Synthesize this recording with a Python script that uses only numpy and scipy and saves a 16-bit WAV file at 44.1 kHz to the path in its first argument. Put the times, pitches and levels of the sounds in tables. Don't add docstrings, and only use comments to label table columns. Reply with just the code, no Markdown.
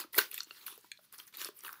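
import sys
import numpy as np
from scipy import signal
from scipy.fft import rfft, irfft, next_fast_len
from scipy.io import wavfile
from scipy.ndimage import uniform_filter1d

SR = 44100
rng = np.random.default_rng(int(sys.argv[2]) if len(sys.argv) > 2 else 0)


def rack_gain(trim_db):
    fader = np.asarray(trim_db, float)
    return 10 ** (fader / 20)


def log_audio(samples):
    frames = np.atleast_2d(samples).T
    limited = np.clip(frames, -1, 1)
    pcm = np.round(limited * 32767).astype(np.int16)
    wavfile.write(sys.argv[1], SR, pcm)


N = 79380

LEAD_S = 0.0014
TABLE_ECHO_S = 0.0011


def evened(x):
    return x / np.sqrt(np.mean(x ** 2) + 1e-20)


def read(points, hz):
    f, value = np.transpose(points)
    return np.interp(np.log(hz + 1), np.log(f + 1), value)


def colour(x, points):
    size = next_fast_len(len(x) + 4096)
    gain = rack_gain(read(points, np.fft.rfftfreq(size, 1 / SR)))
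    return irfft(rfft(x, size) * gain, size)[:len(x)]


def high_pass(x, order, hz):
    return signal.sosfilt(signal.butter(order, hz, "high", fs=SR, output="sos"), x)


def add(mix, start_s, sound):
    part = mix[round(start_s * SR):][:len(sound)]
    part += sound[:len(part)]


def scattered(low_hz, high_hz, count):
    return low_hz * (high_hz / low_hz) ** ((np.arange(count) + rng.random(count)) / count)


def effort(column):
    # start_s, swell_s, fade_s, paper_db, lining_db
    moves = [(-.02, 0.015, 0.024, -37, -35.5), (0.125, 0.011, 0.11, -56, -41.5),
             (.14, 0.033, 0.016, -42.5, -32.5), (0.177, 0.0047, 0.018, -28, -18),
             (.195, 0.018, 0.038, -38.5, -40), (0.309, 0.041, 0.029, -48, -38.5),
             (0.36, 0.026, 0.035, -46.5, -54), (0.421, 0.06, 0.31, -63, -60),
             (0.499, 0.073, 0.23, -58.5, -55.5), (0.661, 0.0091, 0.035, -46.5, -38.5),
             (0.68, 0.019, 0.055, -55, -45), (.78, 0.095, 0.0087, -68.5, -67),
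             (0.977, 0.066, 0.029, -68.5, -60), (1.121, 0.019, 0.026, -53.5, -46.5),
             (1.172, 0.019, 0.045, -54, -46.5), (1.26, 0.018, 0.021, -64, -52.5),
             (1.325, 0.025, 0.015, -48.5, -54), (1.362, 0.057, 0.023, -42, -38.5),
             (1.431, 0.029, 0.029, -45, -45.5), (1.539, 0.033, 0.22, -63.5, -53),
             (1.628, 0.021, 0.066, -52.5, -40.5), (1.65, 0.017, 0.02, -71, -42.5),
             (1.711, 0.017, 0.014, -67.5, -78)]
    swell_db, fade_db = -16.5, -11
    t, power = np.arange(N) / SR, np.zeros(N)
    for row in moves:
        u = t - row[0]
        swell_s, fade_s = max(row[1], 0.002), max(row[2], 0.005)
        rising = swell_db * (1 - u / swell_s)
        falling = fade_db * ((u - swell_s).clip(0) / fade_s) ** 1.016
        shape = np.where(u < swell_s, rising, falling)
        power += (u > 0) * rack_gain(row[column] + shape.clip(-120)) ** 2
    return np.sqrt(power)


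def patchy(x, depth_db):
    z = signal.stft(x, nperseg=256)[2]
    field = rng.standard_normal(z.shape[::-1]).T
    field = uniform_filter1d(field, size=4, axis=0)
    field = evened(uniform_filter1d(field, size=24, axis=1))
    return evened(signal.istft(z * rack_gain(depth_db * field), nperseg=256)[1][:N])


def swarm(spectrum, low_hz, high_hz, per_s, spread_db, cycles, hiss_db, count=24):
    clump = evened(uniform_filter1d(rng.standard_normal(N), 220))
    happens = rng.random(N) < per_s / SR * np.exp(0.5 * clump)
    size = rack_gain(spread_db * np.minimum(rng.exponential(1, N), 3)) * happens
    which = rng.integers(0, count, N)
    creases, t = np.zeros(N), np.arange(700) / SR
    for k, hz in enumerate(np.geomspace(low_hz, high_hz, count)):
        grain = np.sin(2 * np.pi * hz * t) * np.exp(-t * hz / cycles) * np.sqrt(hz / low_hz)
        creases += signal.oaconvolve(size * (which == k), grain)[:N]
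    hiss = rng.standard_normal(N) * rack_gain(1.2 * clump)
    return patchy(colour(evened(creases) + rack_gain(hiss_db) * hiss, spectrum), depth_db=2.5)


def slackened(paper):
    # start_s, level_db
    slack = [(0, 3.5), (.1, 2), (.2, 1.5), (.3, -15), (.45, -3), (.6, -0.5), (.8, 1), (1.0, -4.5),
             (1.25, 3.5), (1.4, -2), (1.5, -5), (1.65, 5.5), (1.8, 11.5)]
    sos = signal.butter(3, 1900, "high", fs=SR, output="sos")
    high = signal.sosfiltfilt(sos, paper)
    low = paper - high
    return high + low * rack_gain(np.interp(np.arange(N) / SR, *np.transpose(slack)))


def paper_creases():
    # pitch_hz, level_db
    paper_curve = [(120, -26), (380, -2.5), (700, -17.5), (1200, -1), (2000, -6), (4000, -1), (6500, -7),
                   (9000, -8.5)]
    creases = swarm(paper_curve, 793, 8650, per_s=1400, spread_db=2.6, cycles=4.5, hiss_db=2.1)
    return effort(column=3) * slackened(creases)


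def lining_fizz():
    # pitch_hz, level_db
    lining_curve = [(2000, -23.5), (5000, -40), (7500, -19.5), (10000, -1), (13500, 1.5), (16000, 6.5)]
    fizz = swarm(lining_curve, 4000, 15500, per_s=1200, spread_db=1.9, cycles=19.0, hiss_db=5.2)
    return effort(column=4) * fizz


def noise_floor():
    # pitch_hz, level_db
    floor_curve = [(60, -2.5), (180, -5), (330, -10.5), (715, -21), (1660, -17.5), (4500, -10.5),
                   (7570, -22), (16000, -18)]
    return rack_gain(-72) * evened(colour(rng.standard_normal(N), floor_curve))


def ring(db, hz, t60, modes_hz, skirt_db, slips_s, rise_s):
    t, f = np.arange(2600) / SR, np.array(modes_hz, float)
    f[abs(np.log(f / hz)).argmin()] = hz
    octaves = abs(np.log2(f / hz)) ** 0.61
    steeper = np.where(f < hz, 1.88, 1)
    level = rack_gain(min(skirt_db, 0) * octaves * steeper + 1.96 * rng.standard_normal(len(f)))
    decay = rack_gain(-60 * t / (t60 * (2500 / f[:, None]) ** 0.5))
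    cycles = f[:, None] * t + 0.16 * rng.random((len(f), 1))
    sound = level @ (decay * np.sin(2 * np.pi * cycles))
    sound *= 1 - np.exp(-t / rise_s)

    slips, lead, late = np.zeros(500), round(LEAD_S * SR), rng.random(4)
    slips[0] = 0.096
    after = lead + 1 + (late * np.clip(slips_s * SR, 1, 300)).astype(int)
    slips[after] = rng.uniform(-0.45, 0.45, 4) * (1 - 0.6 * late)
    slips[[lead, lead + round(TABLE_ECHO_S * SR)]] = 1, 0.043
    sound = np.convolve(sound, slips)
    return rack_gain(db) * sound / abs(sound).max()


def snaps():
    # start_s, level_db (peak), pitch_hz, skirt_db (an octave off)
    folds = [(0.0382, -38, 1250, -16), (0.132, -41, 3900, -21), (0.1433, -29.5, 1960, -5.5),
             (0.1789, -21.5, 4270, -6.5), (0.1861, -15, 1520, -14), (0.3142, -38.5, 2670, -38),
             (0.3277, -36.5, 3450, -40), (0.3428, -33.5, 3350, -21), (0.4309, -34, 5990, -27),
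             (0.665, -35, 2480, -6), (0.6794, -31.5, 1350, -3), (0.8432, -46, 1000, -20),
             (0.9732, -49, 4080, -25.5), (1.1414, -51.5, 1080, -3), (1.1854, -37.5, 5330, -18),
             (1.1989, -35, 3170, -33), (1.3938, -37.5, 2960, -23), (1.4245, -28.5, 2750, 6),
             (1.4561, -37, 1280, -35), (1.4863, -35.5, 1110, -29), (1.6058, -40.5, 5830, -33)]
    # start_s, level_db (peak), pitch_hz, skirt_db (an octave off)
    more_folds = [
        (1.2766, -43.5, 6070, -3),
        (1.3388, -41, 2380, -5),
        (1.353, -43, 4250, -14),
        (1.6661, -54, 1380, 1),
        (1.6906, -32, 1350, -17),
        (1.7268, -39, 1160, -22),
        (1.739, -40, 1114, -17),
        (1.755, -44.5, 1540, -32),
    ]
    sheet_hz = [1156, 1350, 1530, 2407, 2860, 3350, 4130, 4990, 5740, 6760, 7840, 8400]
    out = np.zeros(N)
    for start_s, db, hz, skirt_db in folds + more_folds:
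        skirt_db = max(skirt_db - 7.5, -17)
        add(out, start_s, ring(db, hz, 0.012, sheet_hz, skirt_db, slips_s=0.007, rise_s=0.000045))
    return high_pass(out, 6, 1050)


def thumps():
    # start_s, level_db (peak), pitch_hz
    knocks = [(0.045, -46.5, 340), (0.165, -41, 416), (0.18, -26.5, 409), (0.329, -56.5, 456),
              (0.469, -58, 299), (0.507, -56, 390), (0.722, -56, 338), (0.777, -53.5, 474),
              (0.841, -58.5, 328), (0.989, -59, 631), (1.191, -63, 307), (1.413, -49.5, 378),
              (1.457, -46, 410), (1.488, -42, 383), (1.635, -57.5, 350)]
    out = np.zeros(N)
    for start_s, db, hz in knocks:
        modes_hz = hz * scattered(0.82, 1.547, count=6)
        add(out, start_s - 0.001, ring(db, hz, 0.010, modes_hz, -14, slips_s=0.006, rise_s=0.0063))
    return high_pass(out, 2, 240)


def ticks():
    # start_s, level_db (peak), pitch_hz
    flicks = [(0.1294, -32, 14200), (0.1503, -26.5, 11020), (0.184, -10.5, 14200), (0.3126, -29.5, 11580),
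              (0.3412, -28.5, 11500), (0.377, -27.5, 12800), (0.4319, -40, 12100), (0.6635, -28, 13070),
              (0.7761, -43, 14100), (0.8093, -54, 8100), (0.9154, -39.5, 8500), (1.1243, -39.5, 11070),
              (1.1804, -39, 9700), (1.268, -45.5, 9500), (1.3696, -31, 14070), (1.423, -42, 14800),
              (1.4446, -30, 10300), (1.455, -33, 14200), (1.486, -38, 12300), (1.5886, -41, 8430),
              (1.635, -36.5, 11700), (1.7278, -29, 15800)]
    out = np.zeros(N)
    for start_s, db, hz in flicks:
        modes_hz = scattered(6500, 15800, count=14)
        add(out, start_s, ring(db, hz, 0.017, modes_hz, -17, slips_s=0.0022, rise_s=0.00017))
    return out


def panel_rings():
    # start_s, level_db (peak), pitch_hz
    small_creases = [(0.323, -46, 2570), (0.328, -51, 2580), (0.33, -45.5, 1270), (0.3427, -44.5, 1790),
                     (0.3495, -42, 7800), (.353, -43, 3600), (.362, -44, 3360), (.368, -48, 2580),
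                     (.444, -44, 7100), (0.443, -54, 6000), (0.667, -39.5, 4270), (1.405, -40, 5200),
                     (1.4137, -39.5, 1210), (1.665, -39.5, 2570), (1.673, -51, 4300), (1.7075, -55.5, 1470),
                     (1.7277, -43, 5520), (0.1766, -37, 1490), (0.1819, -19.5, 4300), (.7765, -52, 790),
                     (.99, -55.5, 1370)]
    out = np.zeros(N)
    for start_s, db, hz in small_creases:
        add(out, start_s, ring(db, hz, 0.00912, [hz], 0, slips_s=0.0058, rise_s=0.00005))
    return high_pass(out, 6, 1050)


def cracks():
    usual_width_hz = 300
    # start_s, level_db (peak), t60_s (of a panel of the usual width)
    hard_folds = [(.1900, -11.5, 0.011), (0.2176, -25, 0.0065), (0.3791, -28.5, 0.0096),
                  (0.4051, -21, 0.013), (0.5089, -33, 0.014), (0.9168, -28.5, 0.018), (1.4155, -28, .008),
                  (1.4464, -26.5, 0.01), (1.6487, -33.5, 0.012), (1.6804, -36, .016), (.3428, -31, .010),
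                  (0.8447, -51.5, 0.013), (.9748, -52, .008)]
    # pitch_hz, width_hz, level_db
    fold_panels = [
        [(1390, 500, 0.5), (2944, 400, -7), (4195, 500, -4), (6760, 470, -7)],
        [(1670, 520, 1), (3000, 360, -6), (4030, 410, -2.5)],
        [(1900, 160, -5.5), (2540, 270, 2), (3560, 280, 0.5), (4870, 320, -6), (7880, 280, -8),
         (8600, 300, -12)],
        [(1405, 250, -1.5), (4270, 580, 8.5), (5180, 260, -1), (5930, 320, 2), (7170, 250, -17),
         (8550, 250, -19)],
        [(1350, 330, -0.5), (2795, 330, 0), (4300, 380, -2), (7000, 250, -27)],
        [(1650, 300, -1), (2364, 260, 8.5), (3350, 240, 4), (4160, 280, 8), (4900, 180, -16.5),
         (6620, 260, 2.5), (7350, 290, -14.5), (8730, 240, -31)],
        [(1630, 190, -10), (2950, 370, 0), (3900, 450, -5), (5900, 440, -1)],
        [(1400, 300, -6.5), (4300, 420, 0.5), (5280, 360, 1), (6370, 510, -6), (7920, 350, -4)],
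        [(1240, 270, 4.5), (2940, 340, 1), (3920, 260, -5), (5000, 280, -15), (5940, 290, -7)],
        [(1570, 760, 17), (3380, 190, -28), (4710, 380, -13)],
        [(7000, 600, -5), (8630, 600, 0)],
        [(1000, 330, 0)],
        [(3330, 860, 0)],
    ]
    out, t = np.zeros(N), np.arange(1500) / SR
    lead = round(LEAD_S * SR)
    slips = np.zeros(200)
    slips[[0, lead, lead + round(TABLE_ECHO_S * SR)]] = 0.12, 1, 0.4
    for (start_s, db, t60), modes in zip(hard_folds, fold_panels):
        sound = np.zeros(len(t))
        for k, (hz, width_hz, level_db) in enumerate(modes):
            decay = rack_gain(level_db - 60 * t * width_hz / (usual_width_hz * max(t60, 0.003)))
            sound += (-1) ** k * decay * np.sqrt(width_hz) * np.sin(2 * np.pi * hz * t)
        sound *= 1 - np.exp(-t / 0.00025)
        sound = high_pass(np.convolve(sound, slips), 4, 0.75 * modes[0][0])
        add(out, start_s - LEAD_S, rack_gain(db) * sound / abs(sound).max())
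    return out


def room(x):
    # pitch_hz, t60_s
    room_t60 = [(250, 0.24), (1000, 0.22), (4000, 0.16), (12000, 0.081)]
    taps = np.zeros(SR // 2)
    at = np.arange(160, len(taps) - 20, 20)
    taps[at + rng.integers(0, 20, len(at))] = rng.choice([-1., 1.], len(at))
    hz, t, z = signal.stft(taps, SR, nperseg=256)
    t60 = np.clip(read(room_t60, hz), 0.02, 2)[:, None]
    tail = signal.istft(z * rack_gain(-60 * t / t60), SR, nperseg=256)[1]
    return signal.fftconvolve(x, tail / np.linalg.norm(tail))[:N]


def scene():
    mailer = paper_creases() + lining_fizz()
    mailer += snaps() + thumps() + ticks() + panel_rings() + cracks()
    return (mailer + rack_gain(-14) * room(mailer) + noise_floor())[None]


def top_cut(x):
    return signal.sosfilt(signal.butter(12, 16470, fs=SR, output="sos"), x)


def record(dry):
    thin = high_pass(dry, 3, 110)
    low_pass = signal.firwin(255, 15600, window=("kaiser", 7), fs=SR)
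    mix = signal.oaconvolve(thin, low_pass[None], "same")
    return top_cut(mix)


dry = scene()
out = record(dry)
log_audio(out)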